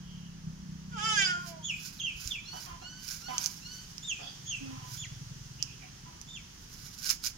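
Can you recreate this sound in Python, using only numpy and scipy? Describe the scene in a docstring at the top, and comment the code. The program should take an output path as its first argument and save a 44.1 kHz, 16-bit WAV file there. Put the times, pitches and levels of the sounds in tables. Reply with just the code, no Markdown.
"""Peeling an onion in a farmyard

Close by, onion skin rasps as its fibres fracture and snaps as crisp layers break. A hen gives one drawn-out
squawk, then clucks softly, while chicks peep and whine: each voice is a vibrating membrane filtered by a
throat. Far away, the firings of a single-cylinder engine ring its exhaust. Soft low knocks sound now and then;
distant birds and outdoor rumble and hiss lie behind."""
import sys
import numpy as np
from scipy import signal
from scipy.fft import rfft, irfft, next_fast_len
from scipy.io import wavfile
from scipy.ndimage import uniform_filter1d

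SR = 44100
rng = np.random.default_rng(int(sys.argv[2]) if len(sys.argv) > 2 else 0)


def persist_wave(psi):
    """Save psi, clipped to +-1, as 16-bit WAV."""
    counts = np.round(np.clip(psi, -1, 1) * 32767).astype(np.int16)
    wavfile.write(sys.argv[1], SR, np.atleast_2d(counts).T)


N = 325017
TIME = np.arange(N) / SR


# Peeling strokes: strongest_s, rise_s, fall_s, level_db (all table levels are relative)
STROKES = [(1.474, 0.077, 0.058, -48.5), (1.837, 0.2, 0.28, -50.5), (2.199, .016, 0.079, -46.5),
           (2.272, 0.16, 0.084, -45), (2.623, 0.2, 0.12, -49.5), (3.083, 0.11, 0.27, -44),
           (3.421, 0.16, 0.21, -43), (3.725, 0.19, 0.46, -58), (4.94, 0.11, 0.067, -44.5),
           (6.821, 0.42, 0.63, -55.5), (7.052, 0.028, 0.062, -40.5), (7.099, 0.13, 0.06, -35),
           (7.257, 0.035, 0.049, -34.5)]
# Spectrum of the peeling rasp as heard, microphone colour included: frequency_hz, gain_db
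RASP_SPECTRUM = [(530, -36.5), (900, -31), (1400, -20), (1750, -19), (2200, -16), (2390, -16), (3670, -17),
                 (4940, -6), (6120, -6.5), (6980, -6), (7960, -25), (9980, -15), (15500, -19)]
# Modes of the damped blade, ringing under the skin: frequency_hz, width_hz, gain_db
BLADE_MODES = [(1483, 150, 6), (2244, 57, 1)]

def peeling(fibres_per_s=4000, size_db=4.0, patchy_db=3.5, swell_db=25):
    """Shot noise: skin tears fibre by fibre, a clumped crackle that swells and fades with each stroke."""
    power = np.zeros(N)
    for s, rise_s, fall_s, level_db in STROKES:
        stroke = [(s - rise_s, level_db - swell_db), (s, level_db), (s + fall_s, level_db - swell_db)]
        at, gate = span(stroke, 0.0033)
        power[at] += (gate * from_db(in_time(stroke, TIME[at])[0])) ** 2
    sizes = from_db(size_db * np.minimum(rng.exponential(1, N), 5) + patchy_db * drift(150, N))
    fractures = sizes * rng.choice([-1, 1], N) * (rng.random(N) < fibres_per_s / SR)
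    crackle = np.sqrt(power) * rms_one(coloured(fractures, RASP_SPECTRUM))
    return crackle + sum(from_db(db) * resonance(crackle, hz, width) for hz, width, db in BLADE_MODES)


# Breaks in the skin: start_s, level_db, pan_db, edge_db
SNAPS = [(2.275, -27.5, -13.5, -15), (3.3811, -18, -2, -18), (3.4415, -25.5, -4, -13),
         (3.4602, -15.5, -10.5, -3), (3.981, -31, -9, -7), (5.6262, -18, -11, -6.5), (6.214, -35, -13, -2),
         (7.0446, -29, -6, -14), (7.093, -20, 6, -22), (7.102, -17, -11.5, -15), (7.271, -21.5, -1, -16),
         (7.277, -27, 1, -4)]
# Resonances of a snap: frequency_hz, width_hz, gain_db
SNAP_MODES = [(2590, 1100, 7), (5380, 510, 15.5), (6220, 430, 15)]

def snaps(decay_s=0.00097, gain_db=2, edge_hz=11000):
    """Impulsive excitation: a crisp layer breaks, and a millisecond burst rings damped modes."""
    out, t = np.zeros((2, N)), TIME[:SR // 50]
    band = signal.butter(2, [3300, 7600], "band", fs=SR, output="sos")
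    for s, level_db, pan_db, edge_db in SNAPS:
        burst = rng.standard_normal((2, len(t))) * np.exp(-t / decay_s)
        ring = sum(from_db(db) * resonance(burst, hz, width) for hz, width, db in SNAP_MODES)
        crack = signal.sosfilt(band, ring) + from_db(edge_db) * resonance(burst, edge_hz, 4000)
        crack /= abs(crack).max(1, keepdims=True)
        out[:, int(s * SR):][:, :len(t)] += from_db(level_db + gain_db) * panned(crack, pan_db)
    return out


# Course of the hen's squawk: time_s, pitch_hz, lower_partials_db, upper_partials_db
SQUAWK = [(0.93, 486.6, -50, -59), (0.955, 458, -46.5, -60.5), (0.986, 409.7, -40.5, -46),
          (1.02, 423, -40.5, -41.5), (1.06, 444.8, -35, -33.5), (1.155, 423.3, -40, -33),
          (1.18, 404.7, -28, -29.5), (1.264, 370, -34, -31), (1.31, 360.8, -34.5, -37.5),
          (1.344, 353, -36.5, -48), (1.438, 355.2, -49.5, -60), (1.53, 329.9, -49.5, -60),
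          (1.62, 313, -59.5, -80)]
# Her throat's response: frequency_hz, gain_db
SQUAWK_THROAT = [(400, -24.5), (600, -18.5), (800, -8.5), (1100, -19.5), (1500, -4), (2200, -2.5),
                 (2600, -3), (3200, 5.5), (3900, -16.5), (4900, -2), (5600, -8), (7000, -2.5),
                 (8000, -20.5), (15000, -40)]
# Her beak opens and closes: time_s, resonance_hz
BEAK_FORMANT = [(.96, 1320), (1.14, 1320), (1.17, 1640), (1.33, 1425), (1.42, 1200), (1.5, 892),
                (1.61, 810)]
# An upper throat resonance rises and rings out: time_s, resonance_hz, gain_db
SHRILL_FORMANT = [(1.21, 4600, -3), (1.26, 4880, 14.5), (1.32, 5040, 4)]
# She starts hoarse and clears: time_s, rasp_db (against the upper partials)
HOARSENESS = [(.99, 1), (1.06, -17), (1.18, -16), (1.32, -14)]

def squawk(beak_db=11, half_width_hz=220, lower_db=-1, upper_db=-2):
    """Source and filter: two moving formants shape a falling call that swells as the beak opens."""
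    at, gate = span(SQUAWK, 0.022)
    pitch, low_db, high_db = in_time(SQUAWK, TIME[at])
    beak_hz, = in_time(BEAK_FORMANT, TIME[at])
    shrill_hz, shrill_db = in_time(SHRILL_FORMANT, TIME[at])
    rasp_db, = in_time(HOARSENESS, TIME[at])
    partials, hz = syrinx(pitch, SQUAWK_THROAT, jitter=0.003, flutter_db=3.0, count=32)
    for formant_hz, boost_db in [(beak_hz, beak_db), (shrill_hz, shrill_db)]:
        partials *= from_db(boost_db / (1 + ((hz - formant_hz) / half_width_hz) ** 2))
    upper_share = np.clip((hz - 1.1 * beak_hz) / 300, 0, 1)
    rasp = from_db(rasp_db) * rms_one(coloured(rng.standard_normal(N), SQUAWK_THROAT))[at]
    low = evened((partials * (1 - upper_share)).sum(0))
    high = evened((partials * upper_share).sum(0))
    out = np.zeros(N)
    out[at] = gate * (from_db(low_db + lower_db) * low + from_db(high_db + upper_db) * (high + rasp))
    return out


# The hen's clucks: start_s, length_s, pitch_hz, throat_hz, level_db, roughness
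CLUCKS = [(2.53, 0.071, 338.3, 830, -47, 0.23), (2.657, 0.13, 361, 990, -47.5, 0.18),
          (2.814, 0.034, 370, 730, -50.5, 0.3), (3.281, 0.052, 263.4, 736, -41.5, 0.12),
          (3.305, 0.11, 342.5, 1080, -42.5, 0.13), (4.188, .12, 293.6, 710, -51, 0.46),
          (4.602, 0.171, 278, 255, -48.5, 0.13), (4.665, 0.28, 268.2, 953, -53, 0.16),
          (5.82, 0.083, 383, 720, -60, 0.15), (6.053, 0.15, 337.4, 947, -58, 0.2)]
# Her throat's response in a cluck: frequency_hz, gain_db
CLUCK_THROAT = [(250, 5.5), (500, -7), (700, -8.5), (1000, -3.5), (1300, -14), (3200, 9.5), (6000, -25)]

def clucks(pitch_sag=0.09, width_hz=190, upper_hz=1750, upper_db=-25):
    """Formant filtering: short hoarse tones, sagging in pitch, pass through two throat resonances."""
    out = np.zeros(N)
    for start, length, pitch_hz, throat_hz, level_db, roughness in CLUCKS:
        progress = np.linspace(0, 1, int(length * SR))
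        pitch = pitch_hz * (1 - pitch_sag * progress)
        partials, _ = syrinx(pitch, CLUCK_THROAT, jitter=0.02, flutter_db=3.5, count=16)
        source = rms_one(partials.sum(0)) + 4 * roughness * rng.standard_normal(len(pitch))
        voice = resonance(source, throat_hz, width_hz)
        voice -= from_db(upper_db) * resonance(source, upper_hz, 1900)
        envelope = np.minimum(progress / 0.027, 1) * np.sqrt(1 - progress)
        out[int(start * SR):][:len(voice)] += from_db(level_db) * rms_one(voice) * envelope
    return out


# Chicks' peeps: start_s, loud_from_s, mid_fall_s, end_s, top_hz, bottom_hz, fall_s,
# level_db, overtones_db
PEEPS = [(1.628, 1.682, 1.693, 1.79, 3490, 2488, .011, -33, -7),
         (1.982, 1.999, 1.987, 2.035, 6000, 2680, .011, -37, -26),
         (1.992, 2.04, 2.066, 2.17, 3370, 2530, .013, -35, -13),
         (2.293, 2.318, 2.32, 2.4, 4500, 2300, .021, -35, -14),
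         (4.03, 4.094, 4.103, 4.21, 3760, 2495, .012, -36, -6),
         (4.455, 4.496, 4.525, 4.62, 3430, 2536, .013, -37.5, -8),
         (4.97, 5.028, 5.042, 5.07, 3500, 1800, .0062, -39, -3),
         (6.272, 6.358, 6.37, 6.41, 3660, 2120, .01, -44.5, -9)]
# Spectral envelope of a peep as heard: frequency_hz, gain_db
PEEP_SPECTRUM = [(2500, -3), (3300, 0), (4400, -7), (5000, -26), (5600, -8), (6900, 1), (7700, -20),
                 (11000, -42)]

def peeps(scoop_hz=325, scoop_s=0.0161, swell_s=0.0081, hold_s=0.0053):
    """Frequency glide: a high note scoops up and drops in an S-curve; partway down it is heard suddenly louder."""
    out = np.zeros(N)
    for start, loud_from, middle, end, top_hz, bottom_hz, fall_s, level_db, overtones_db in PEEPS:
        t = np.arange(start, end, 1 / SR)
        pitch = bottom_hz + (top_hz - bottom_hz) / (1 + np.exp((t - middle) / fall_s))
        pitch -= scoop_hz * np.exp((start - t) / scoop_s)
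        faint_db = np.interp(t, [loud_from - swell_s, loud_from], [6.5, 0])
        attack_db = np.interp(t - start, [0, 0.019], [13, 0])
        release_db = np.interp(t, [middle + hold_s, end], [0, 13.5])
        envelope_db = level_db - faint_db - attack_db - release_db
        call = np.column_stack([t, pitch, envelope_db, overtones_db + faint_db])
        out += chick(call, PEEP_SPECTRUM, rasp=0.55, jitter=0.015, flutter_db=3.5, count=3)
    return out


# Chicks' soft whines: start_s, length_s, level_db, overtones_db
WHINES = [(2.439, 0.16, -45.5, 11), (2.8, 0.3, -48.5, 3.5), (3.205, 0.21, -47, 3.5),
          (3.612, .24, -46.5, 12)]
# A chick's throat in a whine: frequency_hz, gain_db
WHINE_THROAT = [(1400, 0.5), (2900, 1), (4500, 2), (6000, 1), (7600, -13), (9500, -24)]

def whines(start_hz=1292, top_hz=1520, rise_s=0.05, attack_s=0.044, hold_s=0.12, fade_db=11):
    """Exponential approach: the pitch rises and levels off while the call swells, holds and fades."""
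    out = np.zeros(N)
    for start, length, level_db, overtones_db in WHINES:
        t = np.arange(0, length, 1 / SR)
        pitch = top_hz + (start_hz - top_hz) * np.exp(-t / rise_s)
        below_db = fade_db * np.interp(t, [0, attack_s, attack_s + hold_s, length], [1, 0, 0, 1])
        call = np.column_stack([start + t, pitch, level_db - below_db, np.full(len(t), overtones_db)])
        out += chick(call, WHINE_THROAT, rasp=0.14, jitter=0.0072, flutter_db=5.0, count=5)
    return out


def chick(call, spectrum, rasp, jitter, flutter_db, count):
    """Amplitude modulation: fast random swings roughen a whistle with a few overtones."""
    at, gate = span(call, 0.006)
    pitch, level_db, overtones_db = in_time(call, TIME[at])
    partials, _ = syrinx(pitch, spectrum, jitter, flutter_db, count)
    partials *= 1 + rasp * drift(600, len(at))
    voice = rms_one(partials[0] + from_db(overtones_db) * partials[1:].sum(0))
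    out = np.zeros(N)
    out[at] = gate * from_db(level_db) * voice
    return out


def syrinx(pitch, spectrum, jitter, flutter_db, count):
    """Harmonic series of an unsteady membrane, weighted by a spectrum: partials and their frequencies."""
    harmonic = np.arange(1, count + 1)[:, None]
    hz = harmonic * pitch
    phase = 2 * np.pi * np.cumsum(pitch * (1 + jitter * drift(407.4, len(pitch)))) / SR
    flutter = flutter_db * np.array([drift(70.7, len(pitch)) for _ in harmonic])
    strength = from_db(at_hz(spectrum, hz) + flutter) * (hz < CUTOFF_HZ)
    return strength * np.sin(harmonic * phase + rng.uniform(0, 2 * np.pi, harmonic.shape)), hz


# Running of the far engine: time_s, firing_rate_hz, exhaust_hz
ENGINE_RUN = [(0, 36.3, 173), (.6, 31.4, 172.8), (1.2, 32.1, 169.7), (3.6, 32.3, 171), (4.3, 22.9, 146),
              (4.7, 20.3, 126), (5.6, 20.7, 136.4), (7.37, 21.6, 143)]
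# Its loudness: time_s, level_db
ENGINE_LEVEL = [(0, -48), (.21, -46), (.4, -53), (.48, -39.5), (.57, -51), (.69, -42), (.8, -46.5),
                (.94, -43.5), (1.3, -47), (2.39, -61.5), (4.35, -56.5), (4.63, -46.5), (5.23, -43.5),
                (5.94, -53.5), (7.2, -72)]

def engine(width_hz=68, boom_hz=62, boom_db=-14, uneven_db=1.0, scatter=0.042):
    """Pulsed resonance: each firing rings the exhaust and a deeper boom; distance leaves only bass."""
    rate, exhaust_hz = in_time(ENGINE_RUN)
    out, t = np.zeros(N + SR), TIME[:SR // 10]
    swell = t ** 2 * np.exp(-np.pi * width_hz * t)
    boom = from_db(boom_db) * np.sin(2 * np.pi * boom_hz * t)
    cycle = np.floor(np.cumsum(rate) / SR)
    for firing in np.flatnonzero(np.diff(cycle, prepend=-1)):
        ring = np.sin(2 * np.pi * exhaust_hz[firing] * (1 + scatter * rng.normal()) * t)
        out[firing:firing + len(t)] += from_db(uneven_db * rng.normal()) * swell * (ring + boom)
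    return rms_one(out[:N]) * from_db(in_time(ENGINE_LEVEL)[0])


# Chirps beyond the yard: start_s, length_s, first_hz, last_hz, level_db, waver_share
CHIRPS = [(0, 0.33, 3080, 2905, -54.5, 0.04), (4.214, 0.1, 3290, 3410, -43, 0.068),
          (4.195, 0.14, 4950, 4700, -45.5, 0.047), (5.585, 0.035, 2840, 2876, -42, 0.032),
          (5.672, 0.068, 2527, 2940, -46, 0.074), (5.797, 0.064, 2264, 2784, -49.5, 0.125)]

def far_birds(gain_db=-6):
    """Random modulation: wavering pitch and strength spread gliding tones into thin or raspy chirps."""
    out = np.zeros(N)
    for start, length, first_hz, last_hz, level_db, waver in CHIRPS:
        size = int(length * SR)
        progress = np.linspace(0, 1, size)
        hz = (first_hz + (last_hz - first_hz) * progress) * (1 + waver * drift(900, size))
        tone = np.sin(2 * np.pi * np.cumsum(hz) / SR) * drift(400, size)
        arch = 2 * np.sqrt(progress * (1 - progress))
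        out[int(start * SR):][:size] += from_db(level_db + gain_db) * tone * arch
    return out


# Soft low knocks: start_s, level_db
KNOCKS = [(2.151, -41), (2.255, -34.5), (2.726, -41)]

def knocks(hz=60, decay_s=0.0056):
    """Heavily damped oscillation: each dull knock dies within a few cycles."""
    out, t = np.zeros(N), TIME[:SR // 8]
    knock = t / decay_s * np.exp(1 - t / decay_s) * np.sin(2 * np.pi * hz * t)
    for s, level_db in KNOCKS:
        out[int(s * SR):][:len(t)] += from_db(level_db) * knock
    return out


# Spectrum of the outdoor background: frequency_hz, density_db
AIR_SPECTRUM = [(15, -73), (25, -0.5), (79, -6.5), (156, -3.5), (350, -17.5), (582, -26), (950, -21.5),
                (1200, -22), (1700, -22), (2420, -25.5), (3050, -20.5), (3720, -26), (5000, -20),
                (6210, -17.5), (7910, -34), (15500, -40.5)]
# Likeness of left and right: frequency_hz, correlation
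AIR_COHERENCE = [(30, 1), (150, 1), (400, 0.55), (900, 0.11), (15000, 0.18)]
# Slow swell of the hiss: time_s, treble_gain_db
HISS_SWELL = [(.5, -1.5), (2.5, 2.5), (4.6, 7), (6.3, 3)]

def air(level_db=-51.5, left_treble_db=-3, hiss_hz=3000):
    """Partial coherence: rumble is alike on both sides, while a faint swelling hiss spreads wide."""
    mid, side = coloured(rng.standard_normal((2, N)), AIR_SPECTRUM)
    coherence = [(hz, np.clip(c, -0.99, 0.99)) for hz, c in AIR_COHERENCE]
    shared = coloured(mid, [(hz, 10 * np.log10(1 + c)) for hz, c in coherence])
    apart = coloured(side, [(hz, 10 * np.log10(1 - c)) for hz, c in coherence])
    left = coloured(shared + apart, [(300, 0.015), (3000, left_treble_db)])
    noise = from_db(level_db) * rms_one(np.array([left, shared - apart]))
    treble = signal.sosfilt(signal.butter(1, hiss_hz, "high", fs=SR, output="sos"), noise)
    return noise + (from_db(in_time(HISS_SWELL)[0]) - 1) * treble


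def yard(x, wet_db, pan_db, early_db, t60_s=0.6, echoes_per_s=900):
    """Reverberation: direct sound, scattered echoes from ground and walls, and a short diffuse tail."""
    t = TIME[:SR // 2]
    shape = (2, len(t))
    tail = rng.standard_normal(shape) * from_db(-60 * t / t60_s) * (t > 0.008)
    early = rng.standard_normal(shape) * (rng.random(shape) < echoes_per_s / SR) * np.exp(-t / 0.013)
    response = sum(from_db(db) * part / np.linalg.norm(part, axis=1, keepdims=True)
                   for db, part in [(wet_db, tail), (early_db, early)])
    response[:, 0] += 1   # direct path
    return panned(signal.fftconvolve(x[None], response, axes=1)[:, :N], pan_db)


def panned(x, pan_db):
    """Interaural level difference: pan_db is left minus right."""
    return x * from_db(np.array([[pan_db], [-pan_db]]) / 2)


def from_the_right(x, lag_s):
    """Interaural time difference: the sound reaches the left side later."""
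    return np.array([np.interp(TIME - lag_s, TIME, x[0]), x[1]])


def resonance(x, hz, width_hz):
    """Two-pole resonator with unit gain at its peak."""
    r = np.exp(-np.pi * width_hz / SR)
    feedback = [1, -2 * r * np.cos(2 * np.pi * hz / SR), r * r]
    return signal.lfilter(np.array([1, 0, -1]) * (1 - r * r) / 2, feedback, x)


def coloured(x, spectrum):
    """Filtering as multiplication of spectra."""
    size = next_fast_len(N)
    gain = from_db(at_hz(spectrum, np.linspace(0, SR / 2, size + 1)))
    return irfft(rfft(x, 2 * size) * gain)[..., :N]


def drift(rate_hz, size):
    """Slow noise: random values of unit spread, joined by straight lines."""
    knots = np.arange(size) * rate_hz / SR
    return np.interp(knots, np.arange(size), rng.standard_normal(size))


def span(rows, fade_s):
    """Time window: the samples that a curve covers, and a gate with soft ends."""
    at = np.flatnonzero((TIME > rows[0][0] - fade_s) & (TIME < rows[-1][0] + fade_s))
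    t = TIME[at]
    return at, np.clip(np.minimum(t - t[0], t[-1] - t) / fade_s, 0, 1)


def in_time(rows, t=TIME):
    """Linear interpolation of each column of a curve at the times t."""
    s, *columns = np.transpose(rows)
    return [np.interp(t, s, column) for column in columns]


def at_hz(spectrum, hz):
    """Interpolation on a log-frequency axis."""
    knots_hz, values = np.transpose(spectrum)
    return np.interp(np.log(np.maximum(hz, 1)), np.log(knots_hz), values)


def evened(x):
    """Normalisation to unit power from moment to moment."""
    return x / np.sqrt(uniform_filter1d(x ** 2, size=900) + 1e-12)


def rms_one(x):
    """Normalisation to unit mean power."""
    return x / np.sqrt(np.mean(x ** 2) + 1e-20)


def from_db(db):
    """Decibels to amplitude ratio."""
    return 10 ** (np.asarray(db) / 20)


def scene():
    """Superposition: hands close by, fowl a few steps off to the right, the engine beyond the yard."""
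    hen = from_the_right(yard(squawk(), wet_db=-10.5, pan_db=-4, early_db=2), lag_s=0.000362)
    clucking = yard(clucks(), wet_db=-6, pan_db=-3, early_db=0)
    peeping, whining = from_db(-2) * peeps(), from_db(-3.5) * whines()
    birds = yard(peeping, wet_db=-5, pan_db=-2.5, early_db=3)
    birds += yard(whining, wet_db=-10, pan_db=-4, early_db=0)
    birds += yard(far_birds(), wet_db=1, pan_db=-6, early_db=3)
    cracks = snaps()
    onion = yard(from_db(-2) * peeling(), wet_db=-26, pan_db=-10.5, early_db=6.5) + cracks
    onion += yard(from_db(-12) * cracks.mean(0), wet_db=0, pan_db=-8, early_db=4)
    background = from_the_right(clucking + engine() + knocks() + air(), lag_s=0.00059)
    return onion + hen + birds + background


CUTOFF_HZ = 15800

def record(dry):
    """Band limiting: a steep elliptic low-pass removes the highest treble."""
    return signal.sosfilt(signal.ellip(10, 0.2, 80, CUTOFF_HZ, fs=SR, output="sos"), dry)


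dry = scene()
out = record(dry)
persist_wave(out)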